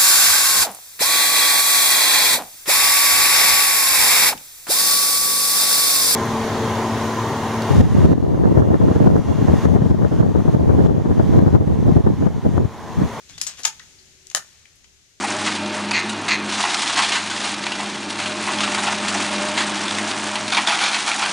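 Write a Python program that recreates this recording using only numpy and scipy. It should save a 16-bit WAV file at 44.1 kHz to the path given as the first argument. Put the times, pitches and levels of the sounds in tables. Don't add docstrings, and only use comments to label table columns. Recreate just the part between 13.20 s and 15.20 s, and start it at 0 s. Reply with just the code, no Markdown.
import sys
import numpy as np
from scipy import signal
from scipy.fft import rfft, irfft
from scipy.io import wavfile
from scipy.ndimage import uniform_filter1d

SR = 44100
rng = np.random.default_rng(int(sys.argv[2]) if len(sys.argv) > 2 else 0)


def invert_db(level):
    return 10 ** (np.asarray(level, dtype=float) / 20)


def persist_wave(psi):
    counts = np.round(np.clip(psi, -1, 1) * 32767).astype(np.int16)
    wavfile.write(sys.argv[1], SR, np.atleast_2d(counts).T)


N = 88200

# start_s, peak_db, rise_ms, crack_t60_s, ringing_db
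KNOCKS = [
    (0.2134, -12, 0.93, 0.018, -5.5),
    (0.2657, -19.5, 1.4, 0.066, -10),
    (0.4489, -8.5, 3.78, 0.018, -5.5),
    (1.1485, -5.5, 0.5, 0.0053, -9.5),
]
# frequency_hz, level_db (per Hz)
DRAWN_COLOUR = [(180, -81.5), (300, -35), (1810, -12.5), (4020, -9.5), (6740, 2.5), (11100, -23.5),
                (12700, -16), (14200, -28), (16000, -60)]
STOP_COLOUR = [(180, -37), (300, -9.5), (1900, -7), (4440, -0.5), (6740, 7.5), (8360, -1), (9390, -13),
               (14500, -14), (16000, -64)]
HOME_COLOUR = [(200, -29), (600, -24.5), (850, -12), (1000, -11), (1800, -12.5), (3800, -11.5),
               (5000, -9.5), (6800, -4), (7600, -9.5), (16000, -29.5)]
LATCH_COLOUR = [(150, -27), (480, -18.5), (680, -6), (1000, -20.5), (1250, -8), (1500, -15), (1800, -4.5),
                (2600, -27.5), (3100, -11.5), (6770, -7), (16000, -25.5)]
# pitch_hz, level_db, t60_s
BOLT_MODES = [(5260, -1, 0.043), (5520, 12, 0.03), (6820, -10, 0.026), (7700, -13, 0.019), (8130, -7, 0.04),
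              (9800, 12, .03), (11000, 14, 0.03), (13700, 2, .035)]
RECEIVER_MODES = [(930, 0.5, 0.018), (1800, -19, 0.061), (2670, -25, 0.033), (3826, 0, 0.056),
                  (5260, 0, .04), (6500, -9, 0.031), (6890, 11.5, 0.03)]
MAGAZINE_MODES = [(686, -7, 0.06), (801, -2, 0.029), (1278, -7, 0.026), (1814, -2.5, 0.017),
                  (3080, 10.5, 0.026), (4260, -1, 0.031), (6920, 12, 0.036), (8470, 1.5, 0.06),
                  (10260, 5, 0.058)]
# start_s, peak_db, centre_hz, width_octaves, t60_s
TICKS = [(0.091, -33.5, 4330, 0.72, 0.018), (0.0966, -26, 6560, 6.5, 0.0046), (.141, -60, 3500, 1.9, 0.032),
         (0.1787, -20.5, 4600, 3.6, 0.027), (0.181, -27, 5600, 1.8, 0.017),
         (0.1836, -22.5, 5240, 1.3, 0.0082), (0.2, -29, 4800, 1.1, 0.048), (0.382, -30.5, 3600, 1.9, 0.057),
         (0.39, -26.5, 1800, 4.8, 0.1), (0.401, -28.5, 1850, 2.7, 0.016), (0.4328, -18, 6540, 0.91, 0.0094),
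         (0.4347, -17, 5460, 0.62, 0.011), (0.4396, -24, 6560, 0.65, 0.026),
         (0.4424, -19.5, 3020, 1.84, 0.012), (0.4459, -26.5, 4400, 2.6, 0.0061),
         (0.595, -37.5, 1380, 0.29, 0.016), (0.598, -36, 1900, 0.18, 0.03),
         (0.5948, -27.5, 3900, 0.95, 0.025), (0.786, -42.5, 4520, 0.16, 0.05),
         (1.0688, -22, 7900, 1.04, 0.013), (1.0998, -22.5, 6640, 1.4, 0.011),
         (1.103, -35, 7040, 0.34, 0.013), (1.1126, -27, 2900, 1.94, 0.02), (1.115, -32, 6500, 0.93, 0.02),
         (1.1598, -22, 6600, 0.7, .015), (1.171, -21.5, 1600, 1.6, 0.025), (1.178, -21, 8000, 1.4, .012),
         (0.2322, -21, 7000, 1.2, 0.024), (0.272, -20, 5500, 0.52, 0.026), (0.476, -16.5, 5500, 1.4, 0.016),
         (1.795, -50, 3000, 2, 0.0088), (1.454, -38.5, 2400, 0.48, 0.017), (1.556, -38, 11000, 0.37, 0.026),
         (1.57, -47, 13000, 0.37, .03), (1.6425, -35.5, 3200, 1.7, 0.026)]
# start_s, length_s, level_db, centre_hz
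SLIDES = [(0.097, 0.047, -45, 2740), (0.182, 0.025, -66, 4000), (0.254, 0.02, -38, 4900),
          (0.277, 0.076, -39.5, 2720), (0.37, 0.064, -43, 3470), (0.463, 0.252, -51.5, 2840),
          (1.05, 0.034, -58, 4530), (1.244, 0.24, -55.5, 3040)]
# start_s, length_s, level_db, pitch_hz, width_hz
SQUEAKS = [(.13, .05, -52, 3550, 200), (.388, .035, -55, 10500, 300), (.39, .03, -59, 11900, 300),
           (.35, .03, -56, 3600, 250)]
# frequency_hz, level_db
TICK_AND_SLIDE_COLOUR = [(400, -4), (1200, -6.5), (5000, -5.5), (6800, -2.5), (8500, -11), (12000, -15.5),
                         (16000, -57)]
# start_s, length_s, level_db, pitch_hz, width_hz
THUDS = [(.1, .09, -48, 145, 70), (.1, .06, -56, 240, 60), (.2, .1, -55, 210, 120),
         (.45, .06, -55, 190, 120), (1.15, .05, -53, 175, 70), (.6, .06, -61, 120, 70),
         (1.38, .05, -60, 85, 40), (1.6, .2, -64, 75, 40)]
# frequency_hz, level_db
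DIRECT_COLOUR = [(7000, 4), (9000, 0), (16000, 7.5)]
# frequency_hz, balance_db
DIRECT_BALANCE = [(300, 0.5), (1300, 1), (2200, 8), (5000, 7), (9000, 14), (14000, 7)]
# frequency_hz, t60_s
PORCH_T60 = [(300, 0.17), (1500, 0.16), (6000, 0.11), (14000, 0.12)]
# time_s, level_db
AIR_LEVEL = [(0.0, -54.5), (0.22, -52.5), (2.0, -60.5)]
# frequency_hz, level_db (per Hz)
HISS_SPECTRUM = [(300, -8), (500, -10.5), (1000, -15.5), (2000, -7), (5000, -6), (6700, -3.5),
                 (8300, -13.5), (16400, -34.5)]
RUMBLE_SPECTRUM = [(12, -42), (20, -5.5), (70, 7), (145, -0.5), (344, -22), (375, -3.5), (600, -60),
                   (780, -52), (1320, -120)]
# frequency_hz, likeness (0-1)
AIR_LIKENESS = [(60, 0.1), (240, 0.96), (950, 0), (3770, 0), (15000, 0.1)]
# frequency_hz, balance_db
AIR_BALANCE = [(60, -1.5), (240, 3), (950, 3.5), (3770, 1.5), (15000, 14.5)]
# start_s, length_s, level_db, pitch_hz
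DRONE = [(.66, .46, -67, 378), (0, .1, -70, 386)]

OPPOSED = np.array([[1], [-1]])


def at_hz(points, hz):
    p = np.array(points, float)
    return np.interp(np.log(np.maximum(hz, 1)), np.log(np.maximum(p[:, 0], 1)), p[:, 1])


def rms_one(x):
    return x / np.sqrt(np.mean(x ** 2) + 1e-20)


def colour(x, db_of_hz, size=4096):
    cepstrum = irfft(np.log(invert_db(db_of_hz(np.fft.rfftfreq(size, 1 / SR) + 1))))
    cepstrum[1:size // 2] *= 2
    cepstrum[size // 2 + 1:] = 0
    impulse = irfft(np.exp(rfft(cepstrum)))
    return signal.fftconvolve(x, impulse)[:len(x)]


def hump(hz, octaves):
    return lambda f: -np.minimum(6 * (np.log2(f / hz) / octaves) ** 2, 45)


def resonate(x, hz, width_hz):
    r = np.exp(-np.pi * width_hz / SR)
    return signal.lfilter([1 - r], [1, -2 * r * np.cos(2 * np.pi * hz / SR), r * r], x)


def swell(start_s, length_s, edge_s):
    t = np.arange(N) / SR - start_s
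    rise = np.clip(t / edge_s, 0, 1)
    sag = np.exp(-np.clip(t, 0, None) / length_s)
    release = np.clip((length_s - t) / (1.9 * edge_s) + 1, 0, 1)
    return rise * sag * release


def resonant_noise(rows, edge_s):
    noise = rng.standard_normal(N)
    out = np.zeros(N)
    for start_s, length_s, level_db, hz, width_hz in rows:
        band = resonate(resonate(noise, hz, width_hz), hz, width_hz)
        out += invert_db(level_db) * swell(start_s, length_s, edge_s) * rms_one(band)
    return out


def crack(rise_ms, t60_s):
    t = np.arange(SR // 4) / SR
    rise = np.clip(t * 1000 / rise_ms, 0, 1) ** 2
    x = rng.standard_normal(len(t)) * rise * invert_db(-60 * t / t60_s)
    hz = np.fft.rfftfreq(len(x), 1 / SR)
    power = uniform_filter1d(np.abs(rfft(x)) ** 2, size=100)
    return colour(x, lambda f: -10 * np.log10(np.interp(f, hz, power)))


def add(out, sound, start_s, peak_db):
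    i = int(start_s * SR)
    out[i:i + len(sound)] += (sound * invert_db(peak_db) / np.abs(sound).max())[:len(out) - i]


def steel_modes(modes, t):
    cluster = 1 + 0.025 * np.array([-1, 0.15, 0.7])
    longest_t60_s = 0.045
    steel = np.zeros(len(t))
    for hz, level_db, t60_s in modes:
        partials = np.sin(2 * np.pi * hz * np.outer(cluster, t)).sum(axis=0)
        steel += invert_db(level_db - 60 * t / min(t60_s, longest_t60_s)) * partials
    return steel


def knocks():
    out = np.zeros(N)
    colours = [DRAWN_COLOUR, STOP_COLOUR, HOME_COLOUR, LATCH_COLOUR]
    parts = [BOLT_MODES, BOLT_MODES[3:5], RECEIVER_MODES, MAGAZINE_MODES]
    for (start_s, peak_db, rise_ms, t60_s, ring_db), tone, modes in zip(KNOCKS, colours, parts):
        hit = crack(rise_ms, t60_s)
        t = np.arange(len(hit)) / SR
        rings = signal.fftconvolve(hit, steel_modes(modes, t))[:len(t)]
        rings = colour(rings, lambda f: at_hz(tone, f) / 2)
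        body = colour(hit, lambda f: at_hz(tone, f))
        knock = body / np.abs(body).max() + invert_db(ring_db) * rings / np.abs(rings).max()
        add(out, knock, start_s, peak_db)
    return signal.sosfilt(signal.butter(3, 560, "high", fs=SR, output="sos"), out)


def ticks():
    out = np.zeros(N)
    ring_db, ring_width_hz = -10, 300
    for start_s, peak_db, hz, octaves, t60_s in TICKS:
        hit = colour(crack(0.81, t60_s), hump(hz, octaves))
        ring = resonate(hit, hz, ring_width_hz)
        add(out, rms_one(hit) + invert_db(ring_db) * rms_one(ring), start_s, peak_db)
    return colour(out, lambda f: at_hz(TICK_AND_SLIDE_COLOUR, f))


def slides():
    grit_per_s, spread_db, octaves, edge_s = 1800, 1.5, 1.66, 0.0027
    present = rng.random(N) < grit_per_s / SR
    strength = invert_db(spread_db * np.minimum(rng.exponential(1, N), 4))
    grit = present * strength * rng.choice([-1, 1], N)
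    out = np.zeros(N)
    for start_s, length_s, level_db, hz in SLIDES:
        rub = rms_one(colour(grit, hump(hz, octaves)))
        out += invert_db(level_db) * swell(start_s, length_s, edge_s) * rub
    return colour(out, lambda f: at_hz(TICK_AND_SLIDE_COLOUR, f))


def squeaks():
    return resonant_noise(SQUEAKS, 0.0025)


def bench_thuds():
    return resonant_noise(THUDS, 0.002) + invert_db(-3.5) * resonant_noise(THUDS, 0.012) * OPPOSED


def direct(near):
    near = colour(near, lambda f: at_hz(DIRECT_COLOUR, f))
    left = colour(near, lambda f: at_hz(DIRECT_BALANCE, f) / 2)
    right = colour(near, lambda f: -at_hz(DIRECT_BALANCE, f) / 2)
    lag_samples = 2
    right = np.interp(np.arange(N) - lag_samples, np.arange(N), right)
    return np.array([left, right])


def evened(x):
    power, hz = np.abs(rfft(x)) ** 2, np.fft.rfftfreq(len(x), 1 / SR)
    bumps = uniform_filter1d(power, size=40) / uniform_filter1d(power, size=600)
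    return colour(x, lambda f: -10 * np.log10(np.interp(f, hz, bumps)))


def porch(x):
    onset_s, wall_s, wall_width_s, wall_db = 0.007, 0.027, 0.019, 3
    far_t60_s, far_db = 0.98, -29
    alike_hz = 1010
    grain_db, grain_s = 2.0, 0.0015
    level_db, left_db = -0.5, 1
    t = np.arange(SR // 2) / SR
    wall_echo = invert_db(wall_db * np.exp(-((t - wall_s) / wall_width_s) ** 2))
    shape = np.clip(t / onset_s, 0, 1) * wall_echo
    edges, tail = 100 * 2 ** np.arange(0, 7.6, 0.5), 0
    for low, high in zip(edges, edges[1:]):
        band_pass = signal.butter(2, [low, high], "band", fs=SR, output="sos")
        mid, side = signal.sosfilt(band_pass, rng.standard_normal((2, len(t))))
        alike = 1 / (1 + (low / alike_hz) ** 4)
        pair = np.sqrt(1 + alike) * mid + np.sqrt(1 - alike) * side * OPPOSED
        near_decay = invert_db(-60 * t / at_hz(PORCH_T60, np.sqrt(low * high)))
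        far_decay = invert_db(far_db - 60 * t / far_t60_s)
        tail = tail + pair * (near_decay + far_decay)
    grain = rms_one(uniform_filter1d(rng.standard_normal(len(t)), size=int(grain_s * SR)))
    tail = np.array([evened(side) for side in tail * shape * invert_db(grain_db * grain)])
    tail = tail / np.sqrt(np.mean(np.sum(tail ** 2, axis=1)))
    answer = signal.fftconvolve(x[None], tail, axes=1)[:, :N]
    return invert_db(level_db) * invert_db(left_db * OPPOSED) * answer


def outdoor(spectrum):
    hz = np.fft.rfftfreq(N, 1 / SR)
    mid, side = rfft(rng.standard_normal((2, N))) * invert_db(at_hz(spectrum, hz))
    alike = np.clip(at_hz(AIR_LIKENESS, hz), 0, 1)
    lean_db = at_hz(AIR_BALANCE, hz) / 2
    pair = np.sqrt(1 + alike) * mid + np.sqrt(1 - alike) * side * OPPOSED
    pair = irfft(pair * invert_db(lean_db * OPPOSED), N)
    return pair / np.sqrt(np.mean(pair.mean(axis=0) ** 2))


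def air():
    time_s, level_db = np.transpose(AIR_LEVEL)
    hiss_db = np.interp(np.arange(N) / SR, time_s, level_db)
    rumble_db = -68 + hiss_db - hiss_db[-1]
    return invert_db(hiss_db) * outdoor(HISS_SPECTRUM) + invert_db(rumble_db) * outdoor(RUMBLE_SPECTRUM)


def drone():
    t = np.arange(N) / SR
    out = np.zeros(N)
    for start_s, length_s, level_db, hz in DRONE:
        fade = np.clip(np.minimum(t - start_s, start_s + length_s - t) / 0.031 + 0.5, 0, 1)
        out += invert_db(level_db) * fade * np.sin(2 * np.pi * hz * t)
    return out


def scene():
    hard = knocks() + slides() + squeaks()
    light = ticks()
    stirred = hard + invert_db(-2) * light
    return direct(hard + light) + bench_thuds() + porch(stirred) + air() + drone()


def low_pass(x):
    return signal.sosfilt(signal.butter(12, 16530, fs=SR, output="sos"), x)


def record(dry):
    x = signal.sosfilt(signal.cheby2(12, 60, 16300, fs=SR, output="sos"), dry)
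    mix = np.clip(x, -1, 1)
    return low_pass(mix)


dry = scene()
out = record(dry)
persist_wave(out)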